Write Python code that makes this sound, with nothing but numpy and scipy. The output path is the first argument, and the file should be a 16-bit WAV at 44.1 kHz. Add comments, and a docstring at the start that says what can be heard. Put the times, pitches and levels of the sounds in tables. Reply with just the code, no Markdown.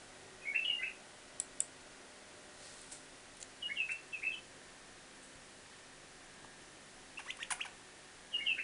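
"""A tiled room with a sofa, heard through a mono camera microphone close to a small songbird.
A second bird further off whistles four phrases, sine glides smeared by dense wall reflections.
The near bird softly twitters once: overtone stacks with pulsed hiss, shaped by throat and beak.
A mouse button clicks (ringing spring, rattling shell); claws, hops on the cushion and the swish of the
turning camera are shaped noise. Filtered noise makes hiss and a fading murmur, thin sines a faint machine hum."""
import sys
import numpy as np
from scipy import signal
from scipy.fft import rfft, irfft, next_fast_len
from scipy.io import wavfile
from scipy.ndimage import map_coordinates

SR = 44100
rng = np.random.default_rng(int(sys.argv[2]) if len(sys.argv) > 2 else 0)


def unload_wav(signal):
    """Save mono or channel-first audio to the path in sys.argv[1] as 16-bit WAV at rate SR, clipped to [-1, 1]."""
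    wavfile.write(
        sys.argv[1],
        SR,
        np.round(np.clip(np.atleast_2d(signal).T, -1, 1) * 32767).astype(np.int16),
    )


def how_loud(loudness_db):
    """Turn decibels into a plain amplitude multiplier (0 dB gives 1, 20 dB gives 10)."""
    steps = np.asarray(loudness_db, float) / 20
    return 10 ** steps


N = 380583
TIME = np.arange(N) / SR


def unit(x):
    """Scales a sound to an rms of 1."""
    return x / np.sqrt(np.mean(x ** 2) + 1e-20)


def along(points, hz):
    """Reads a curve of (frequency [Hz], value) points on a log frequency axis."""
    f, v = np.transpose(points)
    return np.interp(np.log(hz + 1), np.log(f + 1), v)


def wobble(rate, size=N):
    """A smooth random curve through normal-distributed knots, rate knots a second."""
    knots = rng.standard_normal(int(size * rate / SR) + 4)
    return map_coordinates(knots, [np.arange(size) * rate / SR])


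def coloured(x, spectrum):
    """Equalises x with a curve of (frequency [Hz], gain [dB]) points."""
    m = next_fast_len(len(x) + 8192)
    gain = how_loud(along(spectrum, np.fft.rfftfreq(m, 1 / SR)))
    return irfft(rfft(x, m) * gain, m)[:len(x)]


def add(track, s, x):
    """Mixes x into track from second s."""
    part = track[round(s * SR):][:len(x)]
    part += x[:len(part)]


def tail(gap_s, rise_s, early_db):
    """A room answer of energy 1: each frequency dies at its own speed, after a louder cluster of near walls."""
    # reverberation of the tiled room: (frequency [Hz], time to fall 60 dB [s])
    room_t60 = [(500, 0.705), (2500, 0.321), (8000, 0.25)]
    hz, t, z = signal.stft(rng.standard_normal(SR // 2), SR, nperseg=256)
    decay = how_loud(-60 * t / along(room_t60, hz)[:, None])
    h = signal.istft(z * decay, SR, nperseg=256)[1]
    t = np.arange(len(h)) / SR
    onset = 1 - np.exp(-t / rise_s)
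    near_walls = 1 + how_loud(early_db) * np.exp(-t / 0.0265)
    h = np.pad(h * onset * near_walls, (round(gap_s * SR), 0))
    return h / np.linalg.norm(h)


def background():
    """Steady hiss, a low murmur of air that fades as the camera turns, and thin, unsteady motor lines."""
    # room air and microphone hiss: (frequency [Hz], relative level per Hz [dB])
    air = [(12, -19.5), (22, 5.5), (45, -8), (90, -9), (190, -6.5), (358, -2), (480, -6), (1100, -7),
           (1850, -7), (2480, -8.5), (5000, -12), (9810, -13.5), (11200, -20.5), (14600, -71),
           (22000, -120)]
    # low air murmur: (level before [dB], level after [dB]) and (fade start [s], fade end [s])
    murmur_db = (-64.5, -72)
    murmur_fades_s = (1.49, 5.5)
    # audible multiples of the motor rate: (multiple)
    hum = [2, 5, 7, 8, 10, 18, 19, 20, 21, 22, 23, 24, 25, 26, 27]
    # their mean strengths: (level before the camera turns [dB], level after [dB])
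    hum_db = [(-77.5, -77), (-72, -75.5), (-85.5, -75), (-72, -84), (-76, -75.5), (-84.5, -86), (-75, -89),
              (-76, -82.5), (-76.5, -76.5), (-79, -75.5), (-90.5, -82.5), (-83, -72.5), (-73, -77),
              (-75.5, -83), (-77, -82.5)]
    # other steady tones: (frequency [Hz], mean level [dB])
    whines = [(101, -79), (199.5, -77), (263, -73), (1911, -79), (3015, -81), (10121, -80)]
    motor_hz, turn_s = 74.92, 3.23

    hiss = how_loud(-56.5) * unit(coloured(rng.standard_normal(N), air))
    murmur_colour = [(150, -18.5), (300, -8.0), (600, 3), (850, -5), (1200, -25.5)]
    murmur = unit(coloured(rng.standard_normal(N), murmur_colour))
    out = hiss + how_loud(np.interp(TIME, murmur_fades_s, murmur_db)) * murmur

    turned = np.clip((TIME - turn_s) / .5 + .5, 0, 1)  # 0 before the turn, 1 after it
    lines = [(k * motor_hz, a + (b - a) * turned) for k, (a, b) in zip(hum, hum_db)]
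    for hz, db in lines + whines:
        level = np.sqrt(2) * how_loud(db + 2.515 * wobble(4))
        out += level * np.sin(2 * np.pi * hz * TIME + 0.667 * wobble(6))
    return out


def burst(colour, length, rise_s):
    """A puff of coloured noise with peak 1, rising and dying exponentially."""
    t = np.arange(SR // 20) / SR
    envelope = np.exp(-t / length) * (1 - np.exp(-t / rise_s))
    x = coloured(rng.standard_normal(len(t)), colour) * envelope
    return x / np.max(np.abs(x))


def cushion_and_swish():
    """Claw ticks and dull bumps as noise puffs; the camera's turning swish and hop rustle as grainy swells."""
    # claw ticks in the weave: (time [s], peak level [dB], pitch [Hz], decay time constant [s])
    ticks = [(2.8158, -40.5, 8600, 0.00174), (3.369, -43.5, 9370, 0.00235), (3.402, -44, 8890, 0.0031),
             (3.4082, -43.5, 8500, .003), (3.414, -37, 6361, 0.0034), (3.4264, -32.5, 7300, 0.0014),
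             (3.429, -28.5, 7000, 0.00057), (7.256, -49.5, 8000, .003), (7.3698, -41, 8600, 0.00264)]
    # soft bumps: (time [s], peak level [dB], strongest frequency [Hz], decay time constant [s])
    bumps = [(5.353, -45.5, 141, 0.0123), (6.423, -51, 500, 0.022), (6.444, -42.5, 1104, 0.0065)]
    # the swish of the turning camera (first two rows), then cloth rustle from hops on the cushion:
    # (peak time [s], rise over 20 dB [s], fall over 20 dB [s], level [dB], share of fine bright noise [0-1])
    swells = [(2.63, 0.117, 0.63, -55, 0.304), (2.8, 0.4, 0.43, -60.5, 0.9984),
              (2.923, 0.015, 0.0504, -43, 0.968), (3.922, 0.022, 0.016, -47, 0.85),
              (5.234, .03, 0.115, -56.5, 1)]
    # coarse and fine grainy noise: (frequency [Hz], relative level per Hz [dB])
    coarse_colour = [(1000, -9.5), (2500, -6.5), (4200, 2.5), (6500, -2.5), (9000, -9), (11000, -20)]
    fine_colour = [(2000, -13), (4000, -30.5), (6000, -11), (8500, -1.5), (10500, -9)]

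    out = np.zeros(N)
    for s, db, hz, length in ticks:
        colour = [(700, -30), (1500, -16), (hz * 0.834, -12), (hz, 0), (hz * 1.257, -9), (hz * 2, -20)]
        add(out, s, how_loud(db) * burst(colour, length, rise_s=0.00075))
    for s, db, hz, length in bumps:
        colour = [(hz * 0.215, -6), (hz, 0), (hz * 2.36, -24)]
        add(out, s, how_loud(db) * burst(colour, length, rise_s=0.00114))

    def grainy(colour):
        """Coloured noise whose level flickers quickly."""
        return unit(coloured(rng.standard_normal(N) * how_loud(1.72 * wobble(500)), colour))

    coarse, fine = grainy(coarse_colour), grainy(fine_colour)
    for s, rise, fall, db, share in swells:
        swell = how_loud(db - 20 * np.maximum((s - TIME) / rise, (TIME - s) / fall))
        out += swell * (np.sqrt(share) * fine + np.sqrt(1 - share) * coarse)
    return out


def ring(modes, t):
    """Sums damped sine modes, with new strengths for each blow."""
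    out = np.zeros(len(t))
    for hz, db, t60 in modes:
        out += how_loud(db + rng.normal(0, 1.78) - 60 * t / t60) * np.sin(2 * np.pi * hz * t)
    return out


def mouse():
    """The spring snaps, brighter on the press than on the release; the shell rattles a moment later."""
    # button press and release: (time [s], snap peak level [dB], rattle relative to it [dB],
    # spring tilt [dB per octave])
    clicks = [(1.3993, -16.5, -18, 5.5), (1.6032, -13, -21, -4)]
    # modes of the switch spring: (frequency [Hz], relative level [dB], time to fall 60 dB [s])
    spring = [(7300, -4.5, 0.0177), (7810, 2.5, 0.0139), (8600, 2.5, 0.0098), (9330, -3.5, 0.0152),
              (10153, 1, 0.0068)]
    # rattle of the plastic shell: (frequency [Hz], relative level [dB])
    shell = [(1200, -18.5), (2800, -7), (3500, -4), (4500, -11), (5700, -3), (6600, -17), (8000, -24)]

    out, t = np.zeros(N), np.arange(SR // 10) / SR
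    onset = (t / .0011) ** 2 / (1 + (t / 0.0016) ** 2)
    punch = 1 + 3 * np.exp(-(t / 0.00163) ** 2)
    rattle_shape = np.exp(-t / 0.00289) * (1 - np.exp(-t / 0.00055))
    for s, db, shell_db, tilt_db in clicks:
        modes = [(hz, level + tilt_db * np.log2(hz / 8000), t60) for hz, level, t60 in spring]
        snap = ring(modes, t) * onset * punch
        rattle = unit(coloured(rng.standard_normal(len(t)), shell)) * rattle_shape
        add(out, s, how_loud(db) * snap / np.max(np.abs(snap)))
        add(out, s + 0.00043, how_loud(db + shell_db) * rattle)
    return out


def song():
    """The far bird's notes as (s, pitch Hz, gain) per sample; pitch drifts and level fades as breath slackens."""
    # plain whistles that slide onto their pitch: (time [s], length [s], from [Hz], onto [Hz],
    # drifts towards [Hz], relative level [dB], fade [dB])
    slides = [(0.414, 0.023, 2640, 2540, 2398, -51, 11.5), (.45, 0.0485, 1968, 2276, 2241, -37, 6.5),
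              (0.684, 0.0208, 2615, 2394, 1894, -47, 14.5), (0.781, 0.0403, 2035, 2061, 2064, -45, 1),
              (0.855, 0.0245, 2943, 3035, 2066, -46, -8.5), (4.218, .082, 1468, 2455, 2660, -37, 5.5),
              (4.311, 0.0365, 3410, 3346, 2822, -44, 9.5)]
    # notes with a soft lead-in that jumps up or down to the main tone: (time of the jump [s], lead-in [s],
    # lead-in pitch [Hz], main length [s], main pitch [Hz], drifts towards [Hz], relative level [dB], fade [dB])
    leaps = [(0.542, 0.0128, 1719, 0.0479, 2632, 2696, -34, 3),
             (0.645, 0.0039, 3332, 0.062, 2922, 2806, -33.5, 4.5),
             (0.821, 0.01434, 1546, 0.0304, 2671, 2539, -35.5, 16),
             (3.621, 0.00664, 3236, 0.041, 2876, 2829, -35.5, 13.5),
             (3.695, 0.0164, 1704, 0.0214, 2340, 2092, -34, 20),
             (3.76, 0.0054, 3238, 0.0568, 2966, 2528, -37, 1),
             (3.888, .008, 1512, .042, 2655, 2687, -35.5, 15),
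             (4.123, .004, 3260, .042, 2659, 2461, -39.5, 9),
             (8.327, 0.01126, 3208, 0.033, 2874, 2787, -34.5, 7),
             (8.394, 0.0156, 1742, 0.0346, 2351, 2036, -40.5, 10),
             (8.463, 0.0115, 3160, 0.0607, 2885, 2531, -27.5, 17),
             (8.58, 0.0146, 1565, 0.043, 2663, 2672, -34, 21)]
    # time constants [s] of the slackening breath, the slide, the swell and the jump
    breath_s, settle_s, swell_s, leap_s = 0.0283, 0.00502, 0.00356, 0.002714
    lead_db = -15.5  # the lead-in under the main tone

    for s, length, start_hz, onto_hz, last_hz, db, fade_db in slides:
        t = np.arange(0, length, 1 / SR)
        slack = 1 - np.exp(-t / breath_s)
        aim = onto_hz + (last_hz - onto_hz) * slack
        hz = aim + (start_hz - onto_hz) * np.exp(-t / settle_s)
        yield s, hz, how_loud(db - fade_db * slack) * (1 - np.exp(-t / swell_s)) ** 2

    for s, lead, lead_hz, length, main_hz, last_hz, db, fade_db in leaps:
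        after = np.maximum(np.arange(-lead, length, 1 / SR), 0)
        away = np.exp(-after / leap_s)  # share of the jump still to go
        slack = 1 - np.exp(-after / breath_s)
        aim = main_hz + (last_hz - main_hz) * slack
        # upward jumps are loud on the way, downward ones only on landing
        power = 2.37 if lead_hz < main_hz else 0.804
        gain = how_loud(db + lead_db * away ** power - fade_db * slack)
        yield s - lead, aim + (lead_hz - main_hz) * away, gain


def far_bird():
    """Slightly fluttering whistles heard mostly through the walls, which smear each glide into a band."""
    out = np.zeros(N)
    for s, hz, gain in song():
        k = np.arange(len(hz))
        soft_ends = np.clip(np.minimum(k / (.001 * SR), k[::-1] / (0.0023 * SR)), 0, 1)
        flutter = wobble(145.8, size=len(hz))  # moves level and pitch together
        phase = 2 * np.pi * np.cumsum(hz * (1 + 0.0123 * flutter)) / SR
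        direct = np.sqrt(2) * gain * soft_ends * how_loud(1.51 * flutter) * np.sin(phase)
        walls = signal.fftconvolve(direct, tail(gap_s=0.000989, rise_s=0.0026, early_db=6.5))
        # the walls return a steady share of each note's energy
        walls *= np.linalg.norm(direct) / np.linalg.norm(walls)
        add(out, s, how_loud(-8) * direct)
        add(out, s, how_loud(4.5) * walls)
    return out


def twitter():
    """The near bird's notes as rows of (s, pitch Hz, relative level dB, overtones dB, rasp dB)."""
    # raspy falling churrs: (time [s], buzz length [s], from [Hz], relative level [dB],
    # ends below the middle [dB], rasp [dB], trailing murmur [s])
    churrs = [(7.189, 0.0179, 1406, -43, 8, -9, 0.0285), (7.504, 0.02535, 1675, -35.5, 3.5, 1, 0.0145),
              (7.649, 0.0172, 1254, -42.5, 4, -11, 0.0238)]
    # overtones of a churr: (at the start [dB], at the end of the buzz [dB], in the trail [dB])
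    churr_overtones_db = (-5.5, 3, -10.5)
    # climbs to a shelf that end in an upward flick: (time of the flick [s], climb [s], shelf [s],
    # from [Hz], shelf pitch [Hz], relative level [dB])
    climbs = [(7.303, .025, 0.018, 909, 2067, -37.5), (7.427, .018, .021, 968.6, 1900, -38)]
    # a climb at its start, bend, shelf start, flick, mid flick, top and end:
    # (relative level [dB], overtones [dB], rasp [dB])
    climb_db = [(-7.5, -10, -12), (-16.5, -3, -18.5), (-13.5, -1, -15), (-8, -2.5, -18.5), (0.5, -10, -24),
                (-4.5, -7, -11.5), (-17, -3, -10.5)]
    # clear whistles, a pip and an arch: (time [s], pitch [Hz], relative level [dB])
    clear = [
        [(7.173, 2584, -46.5), (7.1795, 2654, -53.5), (7.183, 2715, -43), (7.189, 2911, -60.5)],
        [(7.595, 1128, -43), (7.603, 1362, -50), (7.608, 2286, -45), (7.615, 2829, -37), (7.62, 3246, -43),
         (7.626, 3351, -54), (7.636, 2866, -60.5), (7.642, 2024, -44)],
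    ]

    churr_hz, fall_s, trail_db, trail_rasp_db = 730.2, 0.0057, -10.5, -3.5
    first, last, faint = churr_overtones_db
    for s, buzz, start_hz, db, ends_db, rasp_db, trail in churrs:
        t = np.append(np.linspace(0, buzz, num=6), [buzz + 0.0051, buzz + trail])
        hz = churr_hz + (start_hz - churr_hz) * np.exp(-t / fall_s)
        trailing = t > buzz
        level = db + np.where(trailing, trail_db, -ends_db * (2 * t / buzz - 1) ** 2)
        overtones = np.where(trailing, faint, first + (last - first) * (t / buzz) ** 2)
        yield np.transpose([s + t, hz, level, overtones, rasp_db + trail_rasp_db * trailing])

    # the climb starts slowly, then steps up: share of its time and pitch at the bend
    bend, bend_hz = .6, 1295
    shelf_rise_hz, top_hz, end_hz, flick_s, hook_s = 117.4, 3615, 3140, 0.00615, 0.0073
    for s, climb, shelf, start_hz, shelf_hz, db in climbs:
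        t = [-climb - shelf, (bend - 1) * climb - shelf, -shelf, 0, flick_s / 2, flick_s, flick_s + hook_s]
        mid_flick_hz = (shelf_hz + top_hz) / 2
        hz = [start_hz, bend_hz, shelf_hz - shelf_rise_hz, shelf_hz, mid_flick_hz, top_hz, end_hz]
        yield [(s + a, f, db + level, over, rasp) for a, f, (level, over, rasp) in zip(t, hz, climb_db)]

    for rows in clear:
        yield [(*row, -9.5, -25) for row in rows]  # overtones and rasp in dB


def note(rows, edge_s):
    """Spreads a note's rows into per-sample columns, the level as gain with soft ends."""
    s, hz, db, *more = np.transpose(rows)
    t = np.arange(s[0], s[-1], 1 / SR)
    edge = np.clip(np.minimum(t - s[0], s[-1] - t) / edge_s, 0, 1)
    gain = edge * how_loud(np.interp(t, s, db))
    return [np.interp(t, s, hz), gain] + [how_loud(np.interp(t, s, c)) for c in more]


def near_bird():
    """Quick glides with overtones; raspy notes waver and buzz, air hissing once a cycle."""
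    # the throat and beak: (frequency [Hz], gain [dB])
    throat = [(500, -14.5), (1500, 0.78), (2700, 6), (3500, -0.5), (4300, -6.5), (6500, 2.5), (9500, -5)]
    # air hissing past the beak: (frequency [Hz], relative level [dB])
    beak_hiss = [(2000, -19.5), (4000, -12.5), (6800, -5), (8000, -7.5), (9700, 4), (11000, -10)]

    tone, hiss = np.zeros(N), np.zeros(N)
    k = np.arange(2, 9)[:, None]  # overtone numbers
    for rows in twitter():
        hz, gain, overtones, rasp = note(rows, edge_s=0.0018)
        unsteady = np.clip(rasp, .1, 1)  # the raspier the note, the less regular the cycles
        waver = 1 + 0.0779 * unsteady * wobble(496.5, size=len(hz))
        phase = 2 * np.pi * np.cumsum(hz * waver) / SR
        gain = gain * how_loud(2 * unsteady * wobble(378, size=len(hz)))
        # on low clear stretches every other cycle is stronger
        gain = gain * (1 + 0.38 * (1 - unsteady) * (hz < 2300) * np.cos(phase / 2))
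        partials = k ** -1.1 * (k * hz < 11000) * np.cos(k * phase + 0.395 * k * k)
        stack = np.sum(partials, axis=0)
        puffs = unit(((1 - np.cos(phase)) / 2) ** 1.67) * rng.standard_normal(len(hz))
        add(tone, rows[0][0], gain * np.sqrt(2) * (np.cos(phase) + overtones * stack))
        add(hiss, rows[0][0], gain * rasp * puffs)
    return coloured(tone, throat) + how_loud(5.5) * coloured(hiss, beak_hiss)


def scene():
    """Mixes all sources, the near ones with their room answer, alike into two channels."""
    room = tail(gap_s=.008, rise_s=0.0015, early_db=2)
    bird = near_bird()
    things = mouse() + cushion_and_swish()
    walls = signal.fftconvolve(how_loud(-11.0) * bird + how_loud(-14) * things, room)[:N]
    mix = far_bird() + bird + things + walls + background()
    return np.tile(mix, (2, 1))


def roll_off(x):
    """The treble ends steeply here."""
    return signal.sosfilt(signal.butter(12, 11350, fs=SR, output="sos"), x)


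def record(dry):
    """The recorder keeps next to nothing above its band limit."""
    limit = [(10500, -0.5), (10900, -21.0), (11200, -77)]  # (frequency [Hz], gain [dB])
    mix = np.array([coloured(channel, limit) for channel in dry])
    return roll_off(mix)


dry = scene()
out = record(dry)
unload_wav(out)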